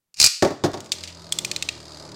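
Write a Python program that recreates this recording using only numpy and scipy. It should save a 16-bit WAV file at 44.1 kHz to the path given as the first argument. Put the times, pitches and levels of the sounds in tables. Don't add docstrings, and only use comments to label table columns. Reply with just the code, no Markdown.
import sys
import numpy as np
from scipy import signal
from scipy.fft import rfft, irfft
from scipy.io import wavfile
from scipy.ndimage import uniform_filter1d

SR = 44100
rng = np.random.default_rng(int(sys.argv[2]) if len(sys.argv) > 2 else 0)


def put_to_file(sound):
    columns = np.atleast_2d(sound).T
    safe = np.clip(columns, -1, 1)
    whole_steps = np.round(safe * 32767)
    wavfile.write(sys.argv[1], SR, whole_steps.astype(np.int16))


N = 94815
T = np.arange(N) / SR

# (frequency [Hz], level [dB])
AIR_COLOUR = [(30, -6), (140, -4), (400, -14), (2000, -19), (16000, -19)]
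# (time [s], level [dB], treble tilt [dB per octave])
TOOTH_SNAPS = [(0.1421, -36.5, 3.5), (0.1702, -35, 1.5), (.1840, -48, -2), (0.2004, -1.5, 2.5),
               (0.2136, -1.5, 2.5), (0.2267, -5.5, 3.5), (0.2356, -11, -2), (0.241, 3.5, 2),
               (0.2463, -8, 8.5), (0.2542, -7.5, -0.5), (.2620, -3, 8), (0.2705, -6.5, 1)]
# (frequency [Hz], level [dB])
LAUNCHER_COLOUR = [(40, -13.5), (150, -15.5), (500, -27), (1100, -21), (2000, -18), (2500, -7), (3300, -16),
                   (4100, -6.5), (4850, 1), (5600, -5.5), (7500, -9.5), (11000, -22.5), (16000, -41)]
# (frequency [Hz], level [dB], time to fade 60 dB [s])
SHELL_TONES = [(2425, -22.5, 0.084), (2770, -24, 0.087), (4160, -11, 0.021), (4880, -5.5, 0.02),
               (4807, -17, 0.025), (5440, -21, 0.018), (5370, -28, 0.019), (6160, -24, .045),
               (7600, -24, 0.11)]
# (frequency [Hz], level [dB], time to fade 60 dB [s])
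ROOM_ECHO = [(60, -43, 0.38), (382, -23.5, 0.75), (1010, -17.5, 0.39), (2440, -6.5, 0.54),
             (4950, -19, 0.44), (7900, -13, 0.51), (12400, -15.5, 0.37), (16100, -23, 0.23)]
# (time [s], thud level [dB], tilt of the floor tones [dB per octave], tick level [dB], tip ring [Hz])
BOUNCES = [(0.4239, 1, 1, 2, 1820), (.4490, -7, 4, -7, 2350), (.474, -40, 9, -16, 2000),
           (.505, -14, 1.5, -19.5, 2000), (.6380, -4.5, -2.5, -6, 3640), (.644, -8, 1.5, -5.5, 5000),
           (.660, -20.5, 8, -14, 3530), (.7330, -29, -9.5, -18, 3500), (0.7409, -19, 8, -15.5, 3630),
           (.7737, -27, -1, -21, 4630)]
# (frequency [Hz], level [dB], time to fade 60 dB [s])
FLOOR_TONES = [(98.2, -24.5, 0.26), (147.2, -23, 0.14), (179, -32, .2), (294.5, -15.5, 0.21),
               (349.6, -14.5, 0.16), (389.3, -16.5, 0.2), (437.7, -24.5, 0.28), (550.4, -22.5, 0.13),
               (588.5, -17, 0.16), (698, -22.5, 0.18), (782, -22, 0.15), (939, -31.5, 0.15),
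               (1130, -34, .12)]
# (frequency [Hz], level [dB])
FLOOR_COLOUR = [(30, -23), (70, -15), (140, -5.5), (350, 0.5), (490, -4.5), (620, 1), (1000, -9.5),
                (1350, -18), (1800, -25.5), (2600, -36), (6000, -47)]
# (frequency [Hz], level [dB])
TIP_COLOUR = [(200, -38), (1000, 8), (1800, 2), (2700, -4), (4700, 2.5), (7000, -2), (10000, -16),
              (16000, -29)]
# (time [s], speed [turns per second])
SPIN_SPEED = [(.45, 93), (1.03, 86), (1.23, 83.5), (1.55, 80.3), (1.8, 77.3), (1.97, 76.4), (2.15, 74.2)]
# (time [s], tone at spin speed [dB], tone at twice that [dB], wobble [dB])
HUM_LEVELS = [(.45, -58, -71, -59.5), (.88, -63, -57, -62.5), (1.03, -46.5, -56.5, -67),
              (1.2, -52, -51, -75), (1.45, -62, -48.5, -53), (1.65, -49.5, -53, -61.5),
              (1.82, -54.5, -54.5, -61), (1.98, -52.5, -53.5, -68), (2.15, -64, -54, -52)]
# (frequency [times the spin speed], level added to the wobble level [dB])
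WOBBLE_TONES = [(1.5, 4.5), (2.5, 2.5), (3.5, 0.5), (4, -1.5), (4.5, 3), (5.5, 0), (8, -30)]
# (time [s], level [dB])
ROLL_LEVELS = [(.42, -103), (.5, -55.5), (.8, -43.5), (.9, -49.5), (1.12, -51.5), (1.3, -47.5), (1.49, -44),
               (1.6, -46), (1.8, -48.5), (1.98, -47), (2.06, -43.5), (2.15, -46.5)]
# (frequency [Hz], level [dB])
ROLL_COLOUR = [(25, -13), (55, -30), (100, 3), (170, -4), (230, -6), (350, -1), (490, -2.5), (590, -1.5),
               (800, -5.5), (1200, -7.5), (1700, -17), (3000, -24.5), (8000, -25), (16000, -72)]
# (time [s], level [dB])
RATTLE_LEVELS = [(.45, -81), (.8, -65), (1.0, -45.5), (1.15, -49.5), (1.25, -47.5), (1.5, -50), (1.7, -47),
                 (1.86, -46.5), (1.92, -43.5), (2.05, -45), (2.15, -53.5)]
# (frequency [Hz], level [dB])
RATTLE_COLOUR = [(300, -15), (1500, -11), (2700, -17), (3700, -9), (4300, -2), (4800, -3), (5500, -9),
                 (7000, -9.5), (9000, -18), (12000, -27.5), (16000, -40)]
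# (frequency [Hz], level [dB])
RATTLE_TONES = [(3750, -8), (4300, -23), (4880, -1)]
# (time [s], level of even turns over odd turns [dB])
TICK_LIMP = [(1.0, 14), (1.25, 8), (1.75, -6), (1.85, -8.5), (1.9, 3), (2.06, 8.5), (2.1, -18)]
# (time [s], level [dB], low ring [Hz], its relative level [dB], high ring [Hz],
# its relative level [dB], treble tilt [dB per octave], time for the crack to fade 60 dB [s])
RIM_HITS = [(0.7167, -28.5, 3420, -30, 4770, -12, 2, 0.011), (0.8042, -18, 3600, -28, 6700, -20, 1.5, 0.03),
            (.844, -26.5, 3500, -30, 6770, -18, 1, 0.1), (0.86, -25.5, 3466, -25, 6460, -12, -2.5, 0.031),
            (.9190, 0, 3600, -15.5, 4630, -13, 0.5, 0.045),
            (1.0364, -11, 3620, -17.5, 4680, -20, -3, 0.048),
            (1.075, -15, 3800, -35, 4560, -12.5, -3.5, 0.13), (1.323, -1, 3284, -11, 8100, -12.5, 3, 0.025),
            (1.387, -2.5, 3365, -11.5, 7500, -13, 2.5, 0.021),
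            (1.4482, -2.5, 2440, -15, 4840, -25, 1, 0.024), (1.5143, -4, 2480, -17, 4240, -15.5, 0, 0.018),
            (1.5625, -6, 2440, -19.5, 4000, -8.5, 0, 0.02),
            (1.6246, -3.5, 2600, -15, 3650, -14.5, 0, 0.019),
            (1.6884, -4, 2560, -10, 3840, -10.5, -3, 0.022)]
# (frequency [Hz], level [dB])
WALL_COLOUR = [(100, -17), (1100, -36), (1800, -7.5), (2200, -3.5), (3000, -1), (4500, 0.5), (5600, 0),
               (7000, 0.5), (9000, -5.5), (10500, -18.5), (13000, -17.5), (16000, -25)]


def from_db(db):
    return 10 ** (np.asarray(db) / 20)


def over_time(table):
    times, *columns = np.transpose(table)
    return [np.interp(T, times, column) for column in columns]


def at_hz(table, hz, column=1):
    rows = np.array(table)
    return np.interp(np.log(hz), np.log(rows[:, 0]), rows[:, column])


def add(out, start_s, sound):
    start = int(start_s * SR)
    out[start:] += sound[:N - start]


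def noise(colour):
    hz = np.maximum(np.fft.rfftfreq(N, 1 / SR), 1)
    shaped = irfft(rfft(rng.standard_normal(N)) * from_db(at_hz(colour, hz)), N)
    return shaped / shaped.std()


def drift(per_second):
    points = rng.standard_normal(400)
    return np.interp(T * per_second, np.arange(len(points)), points)


def burst(colour, fade_s, tilt_db=0):
    size = 2 ** 15
    hz = np.maximum(np.fft.rfftfreq(size, 1 / SR), 1)
    fade = from_db(-60 * np.minimum(T[:size] / fade_s, 4))
    spectrum = rfft(rng.standard_normal(size) * fade)
    humps = uniform_filter1d(np.abs(spectrum) ** 2, int(14 / fade_s * size / SR) + 1)
    gain = from_db(at_hz(colour, hz) + tilt_db * np.log2(np.maximum(hz, 2000))) / np.sqrt(humps)
    sharp_filter = np.exp(rfft(2 * irfft(np.log(gain))[:size // 2], size))
    hit = irfft(spectrum * sharp_filter)
    return np.pad(hit / np.sqrt(np.sum(hit ** 2)), (0, N - size))


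def ring(hz, db, fade_s):
    return from_db(db - 60 * np.minimum(T / fade_s, 4)) * np.sin(2 * np.pi * hz * T)


def strike(tones, spread_db):
    return sum((-1) ** k * ring(hz, db + spread_db * rng.standard_normal(), fade_s)
               for k, (hz, db, fade_s) in enumerate(tones))


def still_air(level_db=-82):
    return from_db(level_db) * noise(AIR_COLOUR)


def launcher(slide_s=(0.16, 0.2), slide_db=(-53.5, -27), snap_boost_db=18.5):
    sliding = (T > slide_s[0]) * (T < slide_s[1])
    cord = noise(LAUNCHER_COLOUR) * from_db(np.interp(T, slide_s, slide_db)) * sliding
    shell = np.zeros(N)
    for time, db, tilt_db in TOOTH_SNAPS:
        snap = burst(LAUNCHER_COLOUR, fade_s=0.027, tilt_db=tilt_db)
        add(cord, time, from_db(db + snap_boost_db) * snap)
        add(shell, time, from_db(db) * strike(SHELL_TONES, spread_db=4.5))
    return cord, shell


def room_echo(sound, delay_s=0.003, build_s=0.0067):
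    tail = np.zeros(N)
    edges_hz = np.geomspace(40, 18000, 10)
    onset = 1 - np.exp(-np.maximum(T - delay_s, 0) / build_s)
    for low, high in zip(edges_hz, edges_hz[1:]):
        hz = np.sqrt(low * high)
        band_filter = signal.butter(2, [low, high], "band", fs=SR, output="sos")
        band = signal.sosfilt(band_filter, rng.standard_normal(N))
        fade = onset * from_db(-60 * T / at_hz(ROOM_ECHO, hz, column=2))
        tail += from_db(at_hz(ROOM_ECHO, hz)) * band * fade / np.sqrt(np.sum(fade ** 2))
    return signal.fftconvolve(sound, tail)[:N]


def bounces(middle_hz=400, boom_boost_db=15, tick_boost_db=6.5):
    out = np.zeros(N)
    for time, thud_db, tilt_db, tick_db, tip_hz in BOUNCES:
        tones = [(hz, db + tilt_db * np.log2(hz / middle_hz), fade_s) for hz, db, fade_s in FLOOR_TONES]
        floor_ring = strike(tones, spread_db=0.5)
        boom = from_db(boom_boost_db) * burst(FLOOR_COLOUR, fade_s=0.16)
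        tick = from_db(tick_db + tick_boost_db) * burst(TIP_COLOUR, fade_s=0.061)
        tip_ring = ring(tip_hz, tick_db - 19.5, fade_s=0.029)
        add(out, time, from_db(thud_db) * (floor_ring + boom) + tick + tip_ring)
    return out


def hum(turns, waver_db=2.0):
    first_db, second_db, wobble_db = over_time(HUM_LEVELS)
    tones = [(1, first_db), (2, second_db)]
    for multiple, db in WOBBLE_TONES:
        tones.append((multiple, wobble_db + db + waver_db * drift(per_second=7.22)))
    return np.sqrt(2) * sum(from_db(db) * np.sin(2 * np.pi * (multiple * turns + rng.random()))
                            for multiple, db in tones)


def rolling(turns, throb_depth=0.081, lap_s=0.677, nearest_s=1.517, echo_gain=0.37):
    level_db, = over_time(ROLL_LEVELS)
    throb = 1 + throb_depth * np.cos(2 * np.pi * turns)
    grind = from_db(level_db) * noise(ROLL_COLOUR) * throb
    delay_s = 0.003286 + 0.00016 * np.cos(2 * np.pi * (T - nearest_s) / lap_s)
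    wall_echo = echo_gain * np.interp(T - delay_s, T, grind)
    return (grind + wall_echo) / np.hypot(1, echo_gain)


def rattle(turns, speed, rise_s=0.0007, decay_s=0.0051, spread_db=1, steady_scuff=0.073):
    level_db, = over_time(RATTLE_LEVELS)
    limp_db, = over_time(TICK_LIMP)
    turn = np.floor(turns).astype(int)
    since_tick_s = turns % 1 / speed
    strength = from_db(spread_db * rng.standard_normal(N)[turn] + limp_db * (0.5 - turn % 2))
    ticks = strength * np.exp(-since_tick_s / decay_s) * (1 - np.exp(-since_tick_s / rise_s))
    rings = sum(from_db(db) * np.sin(2 * np.pi * (hz * since_tick_s + rng.random(N)[turn]))
                for hz, db in RATTLE_TONES)
    scuff_shape = steady_scuff + ticks
    parts = noise(RATTLE_COLOUR) * scuff_shape + rings * ticks
    return from_db(level_db) * parts / np.sqrt(np.mean(scuff_shape ** 2))


def wall_ring(hz, db, fade_s, split=0.074, twin_db=-5):
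    return ring(hz, db, fade_s) - ring(hz * (1 + split), db + twin_db, fade_s)


def rim_clacks(crack_boost_db=5.5):
    cracks, rings = np.zeros((2, N))
    for time, db, low_hz, low_db, high_hz, high_db, tilt_db, fade_s in RIM_HITS:
        add(cracks, time, from_db(db + crack_boost_db) * burst(WALL_COLOUR, fade_s, tilt_db))
        add(rings, time, wall_ring(low_hz, db + low_db, fade_s=0.022))
        add(rings, time, wall_ring(high_hz, db + high_db, fade_s=0.014))
    return cracks, rings


def scene(tick_at_s=1.171):
    speed, = over_time(SPIN_SPEED)
    turns = np.cumsum(speed) / SR
    turns -= np.interp(tick_at_s, T, turns)
    landed = T > BOUNCES[0][0]
    cord, shell = launcher()
    cracks, wall_rings = rim_clacks()
    rings = shell + wall_rings
    clatter = bounces() + landed * rattle(turns, speed)
    echo = room_echo(clatter + from_db(1) * cord + from_db(2) * cracks + from_db(-12.5) * rings)
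    whir = landed * (hum(turns) + rolling(turns))
    return (cord + clatter + cracks + rings + whir + echo + still_air())[None]


def record(dry):
    ceiling, stop_hz = 0.72, 16800
    rounded = ceiling * np.tanh(dry / ceiling)
    return signal.sosfilt(signal.cheby2(14, 60, stop_hz, fs=SR, output="sos"), rounded)


dry = scene()
out = record(dry)
put_to_file(out)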